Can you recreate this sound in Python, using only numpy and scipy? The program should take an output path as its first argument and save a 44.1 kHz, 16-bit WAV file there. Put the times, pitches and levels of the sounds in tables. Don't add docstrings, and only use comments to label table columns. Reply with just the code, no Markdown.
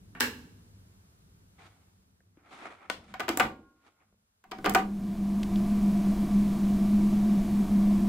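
import sys
import numpy as np
from scipy import signal
from scipy.fft import rfft, irfft, next_fast_len
from scipy.io import wavfile
from scipy.ndimage import uniform_filter1d, map_coordinates

SR = 44100
rng = np.random.default_rng(int(sys.argv[2]) if len(sys.argv) > 2 else 0)


def transcribe(u):
    v = np.clip(np.atleast_2d(u).T, -1, 1)
    q = np.round(v * 32767).astype(np.int16)
    wavfile.write(sys.argv[1], SR, q)


def amplitude_ratio(level_db):
    exponent = np.asarray(level_db, float) / 20
    return 10 ** exponent


N = 356416


def unit(x):
    return x / np.sqrt(np.mean(x ** 2) + 1e-20)


def along(points, hz):
    point_hz, values = np.transpose(points)
    return np.interp(np.log(hz + 1), np.log(point_hz + 1), values)


def curve(rows, quiet=None):
    time_s, values = np.transpose(rows)
    return np.interp(np.arange(N) / SR, time_s, values, quiet, quiet)


def level(rows):
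    return amplitude_ratio(curve(rows, quiet=-140))


def wobble(rate):
    knots = rng.standard_normal(int(N * rate / SR) + 4)
    return map_coordinates(knots, [np.arange(N) * rate / SR])


def tone(hz):
    return np.sin(2 * np.pi * np.cumsum(hz) / SR)


def filtered(x, response):
    size = next_fast_len(x.shape[-1] + 8192)
    spectrum = rfft(x, size) * response(np.fft.rfftfreq(size, 1 / SR))
    return irfft(spectrum, size)[..., :x.shape[-1]]


def resonances(peaks, f):
    total = 0
    for k, (hz, width, db) in enumerate(peaks):
        total = total + (-1) ** k * amplitude_ratio(db) * 1j * f * width / (hz * hz - f * f + 1j * f * width)
    return total


def causal(points, f):
    cepstrum = irfft(np.log(amplitude_ratio(along(points, f))))
    half = len(cepstrum) // 2
    folded = np.concatenate([cepstrum[:1], 2 * cepstrum[1:half], 0 * cepstrum[half:]])
    return np.exp(rfft(folded))


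def rush(spectrum, alike):
    def mid_side(hz):
        turn = np.arccos(np.clip(along(alike, hz), -1, 1)) / 2
        return amplitude_ratio(along(spectrum, hz)) * [np.cos(turn), np.sin(turn)]

    mid, side = filtered(rng.standard_normal((2, N)), mid_side)
    return unit(np.array([mid + side, mid - side]))


STROKE_DB = 21.5


def strokes(rows):
    t = np.arange(0, N + 64, 32) / SR
    power = 0
    for s, db, rise, fall in rows:
        distance = np.where(t < s, (s - t) / rise, (t - s) / fall)
        power = power + amplitude_ratio(db - STROKE_DB * distance) ** 2
    return np.interp(np.arange(N) / SR, t, np.sqrt(power))


def burst(t, touch, rise):
    envelope = np.exp(-t / touch) * (1 - np.exp(-t / rise))
    z = rfft(rng.standard_normal((2, len(t))) * envelope)
    even = z / np.sqrt(uniform_filter1d(np.abs(z) ** 2, size=len(t) // 120, axis=1))
    return irfft(even, len(t)) * np.sqrt(touch * SR) * (t < t[-1] / 2)


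# time_s, level_db
AIR = [(0.0, -59.5), (0.34, -54.5), (1.08, -63.5), (1.23, -61.5), (1.91, -67), (2.19, -72.5), (2.67, -82),
       (2.8, -79)]
# pitch_hz, level_db per Hz
RUMBLE = [(12, -52), (20, -27), (44, -7), (97, 0.5), (125, -8.5), (197, -4), (229, -16.5), (269, -12),
          (321, -17), (352, -18), (500, -23.5), (650, -61), (1100, -120)]
# pitch_hz, likeness (-1 to 1)
ALIKE = [(60, 0.99), (240, 0.82), (950, -0.34), (3770, -0.45), (15000, -0.87)]
# peak_s, level_db
SHOVES = [(2.98, -51), (3.13, -54.5), (3.27, -48.5), (3.44, -40), (3.61, -63.5), (4.14, -70.5),
          (4.72, -38.5)]
# pitch_hz, level_db per Hz
SHAKE = [(12, -43), (20, -12), (70, -2), (91, -3), (113, -6), (166, -8.5), (199, 1), (220, 2), (290, -27),
         (480, -120)]
# time_s, level_db
MIC = [(0, -79), (.6, -77.5), (1.9, -82), (2.3, -88), (3.8, -89), (4.6, -89)]
# pitch_hz, level_db per Hz
HISS = [(240, -40), (400, -8.5), (1580, -10.5), (1710, -12.5), (2360, -15), (15000, -15), (16000, -33)]
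SHOVE_RISE_S, SHOVE_FALL_S, DESK_IDLE_DB = 0.13, 0.15, -92


def room_tone():
    buzz = amplitude_ratio(-3.5 + 2.5 * wobble(8)) * tone(100 + 1.4 * wobble(5.9))
    rumble = amplitude_ratio(1.0 + 1.2 * wobble(6.0)) * rush(RUMBLE, ALIKE)
    air = (level(AIR) + amplitude_ratio(-81.5)) * (rumble + buzz)
    shoves = strokes([(s, db, SHOVE_RISE_S, SHOVE_FALL_S) for s, db in SHOVES])
    desk = (shoves + amplitude_ratio(DESK_IDLE_DB)) * rush(SHAKE, [(60, 1.0)])
    return air + desk + amplitude_ratio(curve(MIC) + 12) * rush(HISS, ALIKE)


# start_s, level_db, pitch_hz, width_hz
TICKS = [(.387, -56, 9000, 7000), (.417, -58, 6500, 4040), (1.597, -49.5, 1300, 600),
         (2.205, -46, 456, 298), (2.204, -41, 1725, 251), (2.522, -37, 275, 60), (2.899, -33, 200, 60),
         (4.125, -49.5, 497, 498), (4.141, -47.5, 347, 300), (5.431, -26.5, 2750, 3000),
         (5.433, -41, 6000, 3000), (5.558, -29, 3280, 1500), (5.559, -43, 4800, 2000)]


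def ticks():
    out, t = np.zeros(N), np.arange(1500) / SR
    for s, db, hz, width in TICKS:
        click = burst(t, 0.0027, 0.00033)[0]
        ring = filtered(click, lambda f: resonances([(hz, width, 0)], f) ** 2)
        out[round(s * SR):][:len(t)] += amplitude_ratio(db) * ring
    return out


# peak_s, level_db, rise_s, fall_s, rasp_db
SLIDES = [(1.59, -59.5, 0.011, 0.26, -9), (1.65, -62, .1, 0.15, -5), (2.374, -69.5, .012, .15, -26),
          (2.465, -61.5, 0.055, .15, -15), (2.53, -53.5, .06, 0.35, -6), (2.669, -47.5, 0.17, 0.14, -14.5),
          (2.83, -54, 0.067, 0.16, -20), (3.12, -61.5, 0.35, 0.074, -5), (3.875, -65.5, .11, 0.08, -7.5),
          (4.01, -69.5, .1, 0.12, -20)]
# pitch_hz, level_db per Hz
DESK = [(88, -48), (150, -16.5), (294, -4), (516, -9.5), (759, -2.5), (985, -8), (1310, -2), (1640, -10.5),
        (2250, -8), (4000, -33), (5200, -56.5), (8800, -120)]
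# pitch_hz, level_db per Hz
RASP = [(2060, -7), (3500, -2.5), (5130, -11.5), (9380, -16.5), (14000, -36)]


def cable():
    grain = amplitude_ratio(1.4 * wobble(45) + 1.8 * wobble(300))
    rub = unit(grain * rush(DESK, [(200, 1.0), (2000, 0.25)]))
    rasp = unit(grain * rush(RASP, [(4000, 0.23)]))
    slow = [row[:4] for row in SLIDES]
    fast = [(s, db + rasp_db + 3.0, rise, fall) for s, db, rise, fall, rasp_db in SLIDES]
    return amplitude_ratio(2.5) * strokes(slow) * rub + strokes(fast) * rasp


# peak_s, level_db, width_s
SAGS = [(4.745, -6, 0.022), (5.01, -9, 0.018), (5.154, -9.5, .05), (5.5, -2.5, 0.043), (5.55, -4, 0.64),
        (5.84, 4, 0.037), (5.921, -10.5, 0.016), (6.031, -9.5, 0.028), (6.09, 3.5, 0.035),
        (6.16, -6.5, 0.073), (6.28, -7.5, 0.099), (6.585, -8, 0.066), (6.7, -3, 0.076), (6.79, -5, 0.046),
        (6.85, -2, 0.47), (7.05, 4, .06), (7.104, -6.5, .03), (7.28, -3.5, 0.057), (7.458, -8, 0.11),
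        (7.565, -5, .03), (7.675, -11.5, 0.066), (8.0, -6, 0.036)]
HUM_HZ, HUM_DB, HUM_ON_S = 201.3, 27, 4.67


def hum():
    t = np.arange(N) / SR
    coarse = t[::32]
    sags = sum(db * np.exp(-(2 * (coarse - s) / width) ** 2) for s, db, width in SAGS)
    sag_db = np.interp(t, coarse, sags)
    on = np.clip((t - HUM_ON_S) / 0.015, 0.15, 1)
    hz = HUM_HZ + 4.5 * wobble(70) + 0.75 * wobble(9)
    return on * amplitude_ratio(HUM_DB + 3.5 + sag_db + 1.4 * wobble(17)) * tone(hz)


# time_s, level_db of its hiss
LINE = [(4.46, -84.5), (4.52, -75), (4.66, -59), (4.72, -63.5), (5.07, -57), (5.6, -51), (6.04, -50),
        (8.08, -50)]
# pitch_hz, level_db
PINK = [(15, 37), (30, 38.5), (60, 31.5), (130, 27), (470, 14), (1500, 7), (4000, 1.5), (12000, -4),
        (16000, -6.5)]
# pitch_hz, width_hz, level_db
HOLLOW = [(49.2, 23, 31.5), (159.8, 65, 32), (218, 44, 38.5), (231, 18, 35), (297, 98, 31),
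          (331.6, 42, 33.5), (615, 67, 19), (692, 106, 25.5), (990, 190, 17), (1147, 94, 16)]
# pitch_hz, level_db
WHINE = [(1863, -76), (2196, -75), (2320, -69)]


def line_noise():
    def colour(f):
        power = amplitude_ratio(along(PINK, f)) ** 2
        for peak in HOLLOW:
            power = power + np.abs(resonances([peak], f)) ** 4 / amplitude_ratio(peak[2]) ** 2
        return np.sqrt(power)

    t = np.arange(N) / SR
    whine = sum(amplitude_ratio(db + 54.5) * np.sin(2 * np.pi * hz * t) for hz, db in WHINE)
    return level(LINE) * (hum() + filtered(rng.standard_normal(N), colour) + whine)


# pitch_hz, t60_s
ROOM = [(80, 0.78), (200, 0.62), (500, 0.3), (1500, 0.17), (4000, 0.22), (12000, 0.18)]


def room(x, mono_hz, late_db):
    hz, t, z = signal.stft(rng.standard_normal((2, len(x))), SR, nperseg=256)
    z[1] *= 1 / (1 + (mono_hz / (hz[:, None] + 1)) ** 4)
    fall_db = -60 * t / along(ROOM, hz)[:, None]
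    build_up = 1 - 0.52 * np.exp(-t / 0.026)
    decay = amplitude_ratio(fall_db) + amplitude_ratio(late_db + 0.3 * fall_db)
    mid, side = signal.istft(z * build_up * decay, SR, nperseg=256)[1]
    tail = np.array([mid + side, mid - side]) / np.linalg.norm(mid)
    return signal.fftconvolve(x[None], tail, axes=1)[:, :len(x)]


# pitch_hz, level_db, t60_s
SPRINGS = [(237, 0, .4), (388, -5, .5), (490, -9, .4), (937, -14, .5), (1082, -14, 1.1), (1416, -16, 1.2),
           (1631, -16, .6), (2170, -19, .45)]


def springs(s, blow_db):
    out, t = np.zeros(N + 2 * SR), np.arange(SR * 3 // 2) / SR
    ring = 0
    for hz, db, t60 in SPRINGS:
        pair = np.sin(2 * np.pi * hz * t) + 0.35 * np.sin(2 * np.pi * (hz + 7) * t)
        ring = ring + amplitude_ratio(db - 60 * t / t60) * pair
    out[round(s * SR):][:len(t)] = amplitude_ratio(blow_db) * ring
    return out[:N]


TOUCH_PER_DB = 0.0336
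CAVITY_HZ = 745
CAVITY_GROWS = 0.86


def contacts(rows, body, metal, touch_s, gain_db, bare_db, snap_db, cavity_db, springs_db, wet_db,
             far_snap_db, late_db, pan_db):
    out, t = np.zeros((2, N + SR)), np.arange(SR * 11 // 20) / SR

    def edges(f):
        power = amplitude_ratio(-18.0)
        for peak in metal:
            power = power + np.abs(resonances([peak], f)) ** 2
        return np.sqrt(power)

    for s, db, thud_db, click_db, sizzle_db in rows:
        touch = np.clip(touch_s * (1 - TOUCH_PER_DB * sizzle_db), 0.0005, 0.05)
        push = burst(t, touch, 0.00033)
        crack = burst(t, 0.5 * touch, 0.00073)
        low = [(60, thud_db - 15.5), (300, thud_db), (800, -3.5), (2200, -4), (3000, -13), (4500, -23.5),
               (16000, -59)]
        high = [(1200, -37.0), (2800, click_db + 8), (5000, click_db - 0.5), (7500, sizzle_db + 2.0),
                (15000, sizzle_db - 5.5)]
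        push = push[0] + filtered(push - push[0], lambda f: 0.55 / (1 + (650 / (f + 1)) ** 4))
        knock = filtered(push, lambda f: causal(low, f) * (resonances(body, f) + amplitude_ratio(bare_db)))
        knock = amplitude_ratio(db + gain_db) * knock
        snap = amplitude_ratio(db + snap_db) * filtered(crack, lambda f: causal(high, f) * edges(f))
        swell = amplitude_ratio(CAVITY_GROWS * (db + 12) - 12.5 + cavity_db) * np.exp(-((t - 0.017) / 0.0061) ** 2)
        swell = swell * np.sin(2 * np.pi * CAVITY_HZ * t)
        far = np.pad(knock[0] + amplitude_ratio(far_snap_db) * snap[0], (150, 0))[:len(t)]
        heard = knock + snap + swell + amplitude_ratio(wet_db) * room(far, 620, late_db)
        out[:, round(s * SR):][:, :len(t)] += amplitude_ratio([[pan_db], [-pan_db]]) * heard
    hardest_s, hardest_db = max(rows, key=lambda row: row[1])[:2]
    return out[:, :N] + springs(hardest_s, hardest_db + springs_db)


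# start_s, level_db, thud_db, click_db, sizzle_db
SWITCH = [
    (.15, -36.5, 0, -34, -29),
    (.2012, -25, -23.5, -4.5, -10),
    (.2055, -13.5, -14.5, -4.5, -9.5),
]
# pitch_hz, width_hz, level_db
ROCKER = [(240.4, 14, 11), (480, 65, -1.5), (1135, 51, -9), (1500, 250, 1.5), (1710, 250, -0.5),
          (2230, 160, -3), (2800, 170, -7)]
# pitch_hz, width_hz, level_db
LEVER = [(3900, 880, -2.5), (5360, 630, 3.5), (7600, 1200, -0.5), (11000, 1200, -0.5), (13700, 2900, 4.5)]


def rocker_switch():
    return contacts(SWITCH, ROCKER, LEVER, touch_s=0.0017, gain_db=15.5, bare_db=-10.5, snap_db=6.5,
                    cavity_db=-37.5, springs_db=-47.5, wet_db=0.5, far_snap_db=-4.0, late_db=-18.5, pan_db=-1.0)


# pitch_hz, width_hz, level_db
PANEL = [(311.4, 60, 4), (767, 19, 4.5), (945, 22, -4), (1199, 69, 1), (1494, 45, -3.5), (1815, 50, -6),
         (2190, 46, -40), (2200, 51, -24.5), (4150, 68, -21.5), (4670, 68, -30)]
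# start_s, level_db, thud_db, click_db, sizzle_db
TIP = [
    (2.371, -63, 15, -25.5, -23.5),
    (2.899, -20, -12.5, -8.5, -16.5),
]
# pitch_hz, width_hz, level_db
TIP_METAL = [(3680, 530, -1.5), (5486, 1500, -7), (8040, 2500, -3)]


def plug_tip():
    return contacts(TIP, PANEL, TIP_METAL, touch_s=0.0022, gain_db=12.5, bare_db=-1.0, snap_db=9.0,
                    cavity_db=-32, springs_db=-43, wet_db=-10.5, far_snap_db=3.0, late_db=-28.0, pan_db=1.0)


# start_s, level_db, thud_db, click_db, sizzle_db
PLUG_1 = [(3.1395, -29, -23, -13, -23.5), (3.1965, -23.5, -14, -12.5, -19.5),
          (3.203, -21.5, -12.5, -9.5, -21), (3.281, -19, -14.5, -16, -23.5),
          (3.2895, -20, -10.5, -0.5, -9.5), (3.297, -26, 4, -14, -25.5), (3.3725, -21.5, -5.5, -5.5, 0.5),
          (3.3975, -9, -21.5, -17, -19), (3.4028, -11, -15, -20, -25.5)]
# pitch_hz, width_hz, level_db
SLEEVE = [(3170, 310, -2.5), (4900, 350, 0.5), (6205, 460, -1), (7575, 550, 3.5), (9900, 600, -4.5),
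          (10900, 600, -3.5), (13130, 2400, 3), (15100, 800, 2.5)]


def first_plug():
    return contacts(PLUG_1, PANEL, SLEEVE, touch_s=0.0029, gain_db=15.5, bare_db=-8, snap_db=4.5,
                    cavity_db=-13.0, springs_db=-30.5, wet_db=-8.5, far_snap_db=-2.5, late_db=-33.5, pan_db=-0.34)


# start_s, level_db, thud_db, click_db, sizzle_db
PLUG_2 = [(4.4395, -46.5, -22, -12.5, -14.5), (4.5125, -40, -17, 2, -9.5), (4.517, -28.5, -12, -4.5, -22),
          (4.585, -40.5, 3, -6, -19), (4.644, -21, -10, -20, -19), (4.652, -26, -7, 0.5, -22),
          (4.659, -14, -11.5, -11, -20), (4.668, -21, -4, -20, -34), (4.695, -24, -7, -1, -1),
          (4.738, -41, -7, -1, 6), (4.748, -10, -22, -7, -12), (4.7535, -13, -10, -11, -22)]


def second_plug():
    return contacts(PLUG_2, PANEL, SLEEVE, touch_s=0.003, gain_db=17.5, bare_db=-11.0, snap_db=3,
                    cavity_db=-11.5, springs_db=-33, wet_db=-7.0, far_snap_db=-5.5, late_db=-50, pan_db=-0.7)


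HISS_TOP_HZ = 15700


def scene():
    steady = filtered(room_tone() + cable() + line_noise(), lambda hz: hz < HISS_TOP_HZ)
    return steady + ticks() + rocker_switch() + plug_tip() + first_plug() + second_plug()


def roll_off(x):
    return signal.sosfilt(signal.butter(12, 16670, fs=SR, output="sos"), x)


TOP_HZ = 16050


def record(dry):
    mix = filtered(dry, lambda hz: np.clip((TOP_HZ + 300 - hz) / 600, 0, 1) ** 2)
    return roll_off(mix)


dry = scene()
out = record(dry)
transcribe(out)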